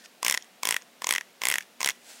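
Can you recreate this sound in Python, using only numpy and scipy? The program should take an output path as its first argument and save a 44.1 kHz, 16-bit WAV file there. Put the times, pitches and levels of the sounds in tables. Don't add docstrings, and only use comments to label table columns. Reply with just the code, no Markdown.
import sys
import numpy as np
from scipy import signal
from scipy.fft import rfft, irfft
from scipy.io import wavfile
from scipy.ndimage import uniform_filter1d

SR = 44100
rng = np.random.default_rng(int(sys.argv[2]) if len(sys.argv) > 2 else 0)


def unload_wav(signal):
    wavfile.write(
        sys.argv[1],
        SR,
        np.round(np.clip(np.atleast_2d(signal).T, -1, 1) * 32767).astype(np.int16),
    )


def volts_from_db(level):
    exponent = np.asarray(level, float) / 20
    return 10 ** exponent


N = 97020

SLIP_S = 0.00058
RING_T60_S = 0.025
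TOUCH_SCRAPE_DB = -10


def rms_one(x):
    return x / np.sqrt(np.mean(x ** 2) + 1e-20)


def coloured(points):
    hz, db = np.transpose(points)
    f = np.fft.rfftfreq(N, 1 / SR) + 1
    gain = volts_from_db(np.interp(np.log(f), np.log(hz), db)) * (f < 15900)
    return rms_one(irfft(rfft(rng.standard_normal(N)) * gain, N))


def filtered(x, order, hz, kind):
    return signal.sosfilt(signal.butter(order, hz, kind, fs=SR, output="sos"), x)


def knock(s):
    return 1. * (np.arange(1500) == int(s * SR))


def ring(force, hz, t60):
    r = volts_from_db(-60 / (t60 * SR))
    w = 2 * np.pi * hz / SR
    return signal.lfilter([.5, 0, -.5], [1, -2 * r * np.cos(w), r * r], force + 1e-18)


def add(out, s, x):
    i = int(s * SR)
    out[i:i + len(x)] += x[:N - i]


def rub():
    # t/s, level/dB
    swells = [
        (0, -55),
        (.012, -60),
        (.024, -58),
        (.034, -61),
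        (.041, -53.5),
        (.052, -48.5),
        (0.061, -48.5),
        (.066, -60),
        (0.079, -71),
    ]
    # f/Hz, level/dB
    colour = [(900, -31), (1500, 2), (1750, 8), (2100, -6), (3500, -6), (5500, -1), (8500, -9.5),
              (15000, -24)]
    s, db = np.transpose(swells)
    lumps_db = rms_one(uniform_filter1d(rng.standard_normal(N), int(0.00034 * SR)))
    return volts_from_db(np.interp(np.arange(N) / SR, s, db, right=-120) + lumps_db) * coloured(colour)


def air():
    # f/Hz, level/dB
    hiss = [(50, -42), (85, -31), (200, -4.5), (310, -7.5), (620, -4.5), (1000, -10), (2690, -10),
            (15800, -23)]
    # f/Hz, width/Hz, level/dB
    hum = [(238, 4, -73), (590, 40, -82), (706, 15, -78)]
    out = volts_from_db(-57.5) * coloured(hiss)
    for hz, width, db in hum:
        out = out + volts_from_db(db) * rms_one(ring(rng.standard_normal(N), hz, 2.2 / width))
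    return out


def crack(place, middle_db=0, top_db=0):
    # f/Hz, level/dB, t60/s, change from mid-stroke to last tooth/dB, reversed towards
    modes = [(460, -22.5, 0.0062, -9.5), (4130, -26, 0.0011, 19), (1620, -10, 0.0028, 0),
             (2890, -6, 0.0039, -3), (3300, -8.5, 0.0071, -4.5), (5030, -23.5, 0.012, -19),
             (5570, -12, 0.0069, -8.5), (6715, -10, 0.0048, -7.5), (8264, -11, 0.0034, -11),
             (8470, -25.5, 0.0027, -13.5), (10690, -8.5, 0.0022, -6), (13400, -24, 0.009, 11),
             (14530, -19, 0.0037, -15.5)]
    spread_s, rebound_db = .0007, -6.5
    cycles_most = 42
    shaded = plain = 0
    for k, (hz, db, t60, change_db) in enumerate(modes):
        level, detune, first, second = rng.uniform(-0.99, 1, 4)
        delay = k * .618 % 1 + .1 * (first + 1)
        force = (-1) ** k * knock(SLIP_S + spread_s * delay * (1 if hz < 6000 else .6))
        if hz > 4000:
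            rebound = knock(SLIP_S + 2 * spread_s * abs(second))
            force = force + volts_from_db(rebound_db) * np.sign(second) * rebound
        mode = ring(force, hz * (1 + .02 * detune), min(t60, cycles_most / hz))
        mode = volts_from_db(db + 2 * change_db * place + 2 * level) * mode
        shade_db = top_db if hz > 7500 else middle_db if hz > 4200 else 0
        plain = plain + mode
        shaded = shaded + volts_from_db(shade_db) * mode
    pull = knock(SLIP_S + spread_s / 2)
    return shaded / np.abs(plain).max(), pull


def soften(x):
    return filtered(x, 2, [2300, 6800], "band")


def touches():
    # t/s, peak/dB
    taps = [
        (0.021, -46),
        (0.04, -37),
        (.0575, -31),
        (0.0608, -44),
        (0.41, -37),
        (.399, -57),
        (1.6114, -35),
        (1.63, -38),
        (1.8018, -39),
        (0.67, -42),
    ]
    out, push = np.zeros((2, N))
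    for s, db in taps:
        tick, pull = crack(0)
        add(out, s, volts_from_db(db) * (soften(tick) + volts_from_db(-23) * ring(pull, 1740, RING_T60_S)))
        push[int(s * SR)] = volts_from_db(db + TOUCH_SCRAPE_DB)
    return out, push


def held(x, hold_s):
    t = np.maximum(np.arange(len(x)) / SR - SLIP_S, 0)
    return x * (1 - np.exp(-t / .0009)) * np.exp(-(t / hold_s) ** 3)


def spine_ring(pull):
    hz = 1055
    return held(ring(pull, hz, RING_T60_S), 0.0074) + volts_from_db(3.5) * ring(pull, hz, 0.0032)


def tooth_ring(pull, hz, beside_db, progress):
    pair = ring(pull, hz, RING_T60_S) - volts_from_db(beside_db) * ring(pull, 2250, RING_T60_S)
    tooth = held(pair, .0042 + .0011 * progress)
    tooth = tooth + volts_from_db(1.5) * ring(pull, hz * 1.07, 0.0026)
    return filtered(tooth, 2, 1060, "high")


def trail(drag, s, db):
    t = np.arange(N) / SR - s
    return np.where(t < 0, drag, volts_from_db(db) * np.exp(-np.abs(t) / 0.011))


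def teeth():
    # t/s, crack peak/dB, spine ring re crack/dB, tooth ring re crack/dB, tooth pitch f/Hz
    stroke_1 = [(0.2289, -12.5, -9.5, -17, 1950), (0.2474, -10.5, -14, -35, 2170),
                (0.264, -9.5, -16, -5.5, 2200), (0.281, -10, -15.5, -8.5, 1980),
                (0.2971, -9, -45, -10, 2130), (0.3097, -12, -16.5, -11, 1990), (0.3234, -13, -52, -5, 2050),
                (0.3412, -11.5, -35, -10, 2030), (0.3461, -18.5, -11.5, 1.5, 1930),
                (0.374, -16, -18, -2.5, 1920), (0.4232, -39.5, -81, -47, 1720),
                (0.4436, -44, -35, -82, 1900)]
    stroke_2 = [
        (0.632, -10.5, -12, -10, 2240),
        (0.653, -9.5, -18.5, -16, 2160),
        (0.6715, -8.5, -17.5, -21, 2200),
        (0.6884, -9.5, -18.5, -12, 2050),
        (0.7081, -9, -18, -12, 1920),
        (0.7238, -11, -25, -11, 2100),
        (0.7426, -12.5, -20, -7.5, 1970),
        (0.7645, -11.5, -58, -6, 1915),
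        (0.8136, -40, -11, -24, 1890),
        (0.8203, -40.5, -19, -5, 1720),
    ]
    stroke_3 = [(1.0195, -20.5, -7.5, -9, 1740), (1.043, -12.5, -13.5, -12.5, 2100),
                (1.069, -9, -15.5, -17, 2140), (1.0901, -9, -16.5, -14, 2150), (1.108, -5, -43, -12, 2160),
                (1.124, -11, -14.5, -7.5, 1970), (1.1369, -11.5, -29, -16, 2060),
                (1.15, -19.5, -14, 1.5, 1920), (1.16, -12.5, -56, -3.5, 2010),
                (1.1811, -13.5, -21, -5, 1890), (1.2094, -23.5, -16, -2.5, 1840)]
    stroke_4 = [(1.4172, -15, -14.5, -6.5, 2140), (1.4354, -14.5, -11.5, -5.5, 2080),
                (1.4532, -10, -18, -6, 2130), (1.4692, -10, -15.5, -6, 2050), (1.485, -9, -34, -16, 2130),
                (1.5, -11, -20, -7, 2090), (1.5135, -12, -39, -7, 1980), (1.5227, -15.5, -14, -3, 2030),
                (1.5395, -13, -27, -4, 1890), (1.556, -14, -19, -2.5, 1890), (1.5826, -11, -25, -9, 1805),
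                (1.6067, -31, -19, 0.5, 1750), (1.6233, -35.5, -37, -9, 1650)]
    stroke_5 = [
        (1.8051, -18, -11, -8, 2160),
        (1.8137, -14.5, -13.5, -12, 2010),
        (1.8294, -18, -7, -3, 2100),
        (1.845, -7.5, -25, -20, 2120),
        (1.8595, -10.5, -17.5, -15, 1900),
        (1.8738, -15, -15, 0.5, 2080),
        (1.888, -10, -49, -6.5, 1950),
        (1.8966, -17, -34, -5, 2080),
        (1.9041, -19, -29, -8, 2100),
        (1.9172, -38, -26, -18, 1940),
    ]
    neighbour_db = [
        [-14, -14, -19, -14, -12, -12, -16, -12, -10, -9, -14, -14],
        [-16, -14, -14, -14, -12, -12, -6, -6, -14, -14],
        [-8, -17, -14, -14, -16, -10, -12, -6, -10, -3, -4],
        [-14, -17, -18, -16, -14, -16, -12, -7, -9, -6, 2, -1, -8],
        [-14, -14, -14, -12, -13, -14, -12, -10, -12, -10],
    ]
    # middle modes/dB, top modes/dB, drag after the snap re crack/dB
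    shade = [(-1.7, -0.2, -9), (2, -1, 9.5), (3.8, -1, 7.5), (1, 5, 9), (2.3, 2.5, 2.5), (1.5, 5.5, 7),
             (3, 4, 1.5), (1, -1, 0.0), (8, 1.1, 9.5), (6.5, -7, -6), (9.5, 6, 7), (2, 13, 2), (-2, 0, -2.5),
             (-1, -0.9, 3), (-0.9, -1.0, -3), (-2, 2.5, 4.7), (-3, 3, 0), (-3, 1, 4.5), (-2.1, 0.5, -1),
             (-5, -0.5, 1.2), (-3, -0.3, 4), (9.5, 2.1, 6), (-2, -3, 5), (-1, -9, -3.5), (0, 0, 0.4),
             (1.5, 1.5, 6), (-7, -1.1, -1), (-1, 7, 2), (1, 2, 5.5), (4, 1.8, 13), (4, -1, -1.5),
             (2.5, -2.5, -9), (3.5, -15, -0.3), (-6, -8, 5), (-1, -0.5, 7), (-2.5, 3.5, 3), (-0.7, 1, -1.8),
             (-4, 5, 7), (-5, 5, 4), (-8, 4, 6), (-1, 3.5, 7), (-1, 2.9, 5), (1.9, 0, 5), (-1.5, 1, -6),
             (3, -7, 14), (-1.9, 4, 12), (0, -2.8, 6), (-1.5, -13, 5), (7.5, 2.5, -2.4), (0.3, -2.8, -2),
             (-7, 3.5, 11), (1, 5.5, -2), (-4, 2.5, -5), (6, -2, 7.5), (8, -3, 10.7), (9, 6.7, 3)]
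    out, push, drag = np.zeros((3, N))
    shades = iter(shade)
    for stroke, beside_db in zip((stroke_1, stroke_2, stroke_3, stroke_4, stroke_5), neighbour_db):
        for k, (s, db, spine_db, tooth_db, hz) in enumerate(stroke):
            progress = k / len(stroke)
            middle_db, top_db, drag_db = next(shades)
            light = db < -31.5
            snap, pull = crack(progress - .5, middle_db, top_db)
            x = 2 * soften(snap) if light else snap
            x = x + volts_from_db(tooth_db - 0.55) * tooth_ring(pull, hz, beside_db[k], progress)
            x = x + volts_from_db(spine_db + 0.5) * spine_ring(pull)
            if not light:
                x = x + volts_from_db(-38.5) * ring(pull, 233, 0.016)
            add(out, s, volts_from_db(db) * x)
            push[int(s * SR)] = volts_from_db(db + light * TOUCH_SCRAPE_DB)
            drag = trail(drag, s, db + drag_db)
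    return out, push, drag


def scrape(push, drag):
    # f/Hz, level/dB
    colour = [(300, -14), (1000, -6), (2000, 0), (4000, -7), (6000, -7.5), (10000, -11.5), (16000, -16)]
    swell = np.exp(np.arange(-2000, 2001) / SR / 0.0036) * (np.arange(4001) < 2000)
    lead = signal.fftconvolve(push, swell, "same")
    return volts_from_db(-27.5) * (lead + drag) * coloured(colour)


def sleeve():
    # t/s, level/dB
    rustle = [
        (1.95, -64),
        (1.976, -69),
        (1.997, -65),
        (2.102, -47),
        (2.186, -53),
        (2.2, -51),
    ]
    # f/Hz, level/dB
    cloth = [(200, -45), (530, -8), (900, -7), (1130, -15), (1440, -5.5), (2080, -5.5), (7670, -4),
             (15000, -18)]
    s, db = np.transpose(rustle)
    return volts_from_db(np.interp(np.arange(N) / SR, s, db, left=-120)) * coloured(cloth)


def room(x):
    t = np.arange(SR // 2) / SR
    early, late = rng.standard_normal((2, len(t))) * np.clip(t / 0.00033, 0, 1)
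    early = early * volts_from_db(-60 * t / 0.063)
    late = late * volts_from_db(-60 * t / 0.37)
    echo = volts_from_db(-30.5) * early / np.linalg.norm(early) + volts_from_db(-24) * late / np.linalg.norm(late)
    return signal.fftconvolve(x, filtered(echo, 1, 19000, "low"))[:N]


def scene():
    ticks, touch_push = touches()
    snaps, push, drag = teeth()
    comb = rub() + ticks + snaps + scrape(push + touch_push, drag)
    comb = filtered(comb + room(comb), 2, 124, "high")
    return np.tile(comb + sleeve() + air(), (2, 1))


def roll_off(x):
    return signal.sosfilt(signal.butter(12, 17140, fs=SR, output="sos"), x)


def record(dry):
    cut = signal.sosfilt(signal.cheby2(12, 70, 17300, fs=SR, output="sos"), dry)
    return roll_off(cut)


dry = scene()
out = record(dry)
unload_wav(out)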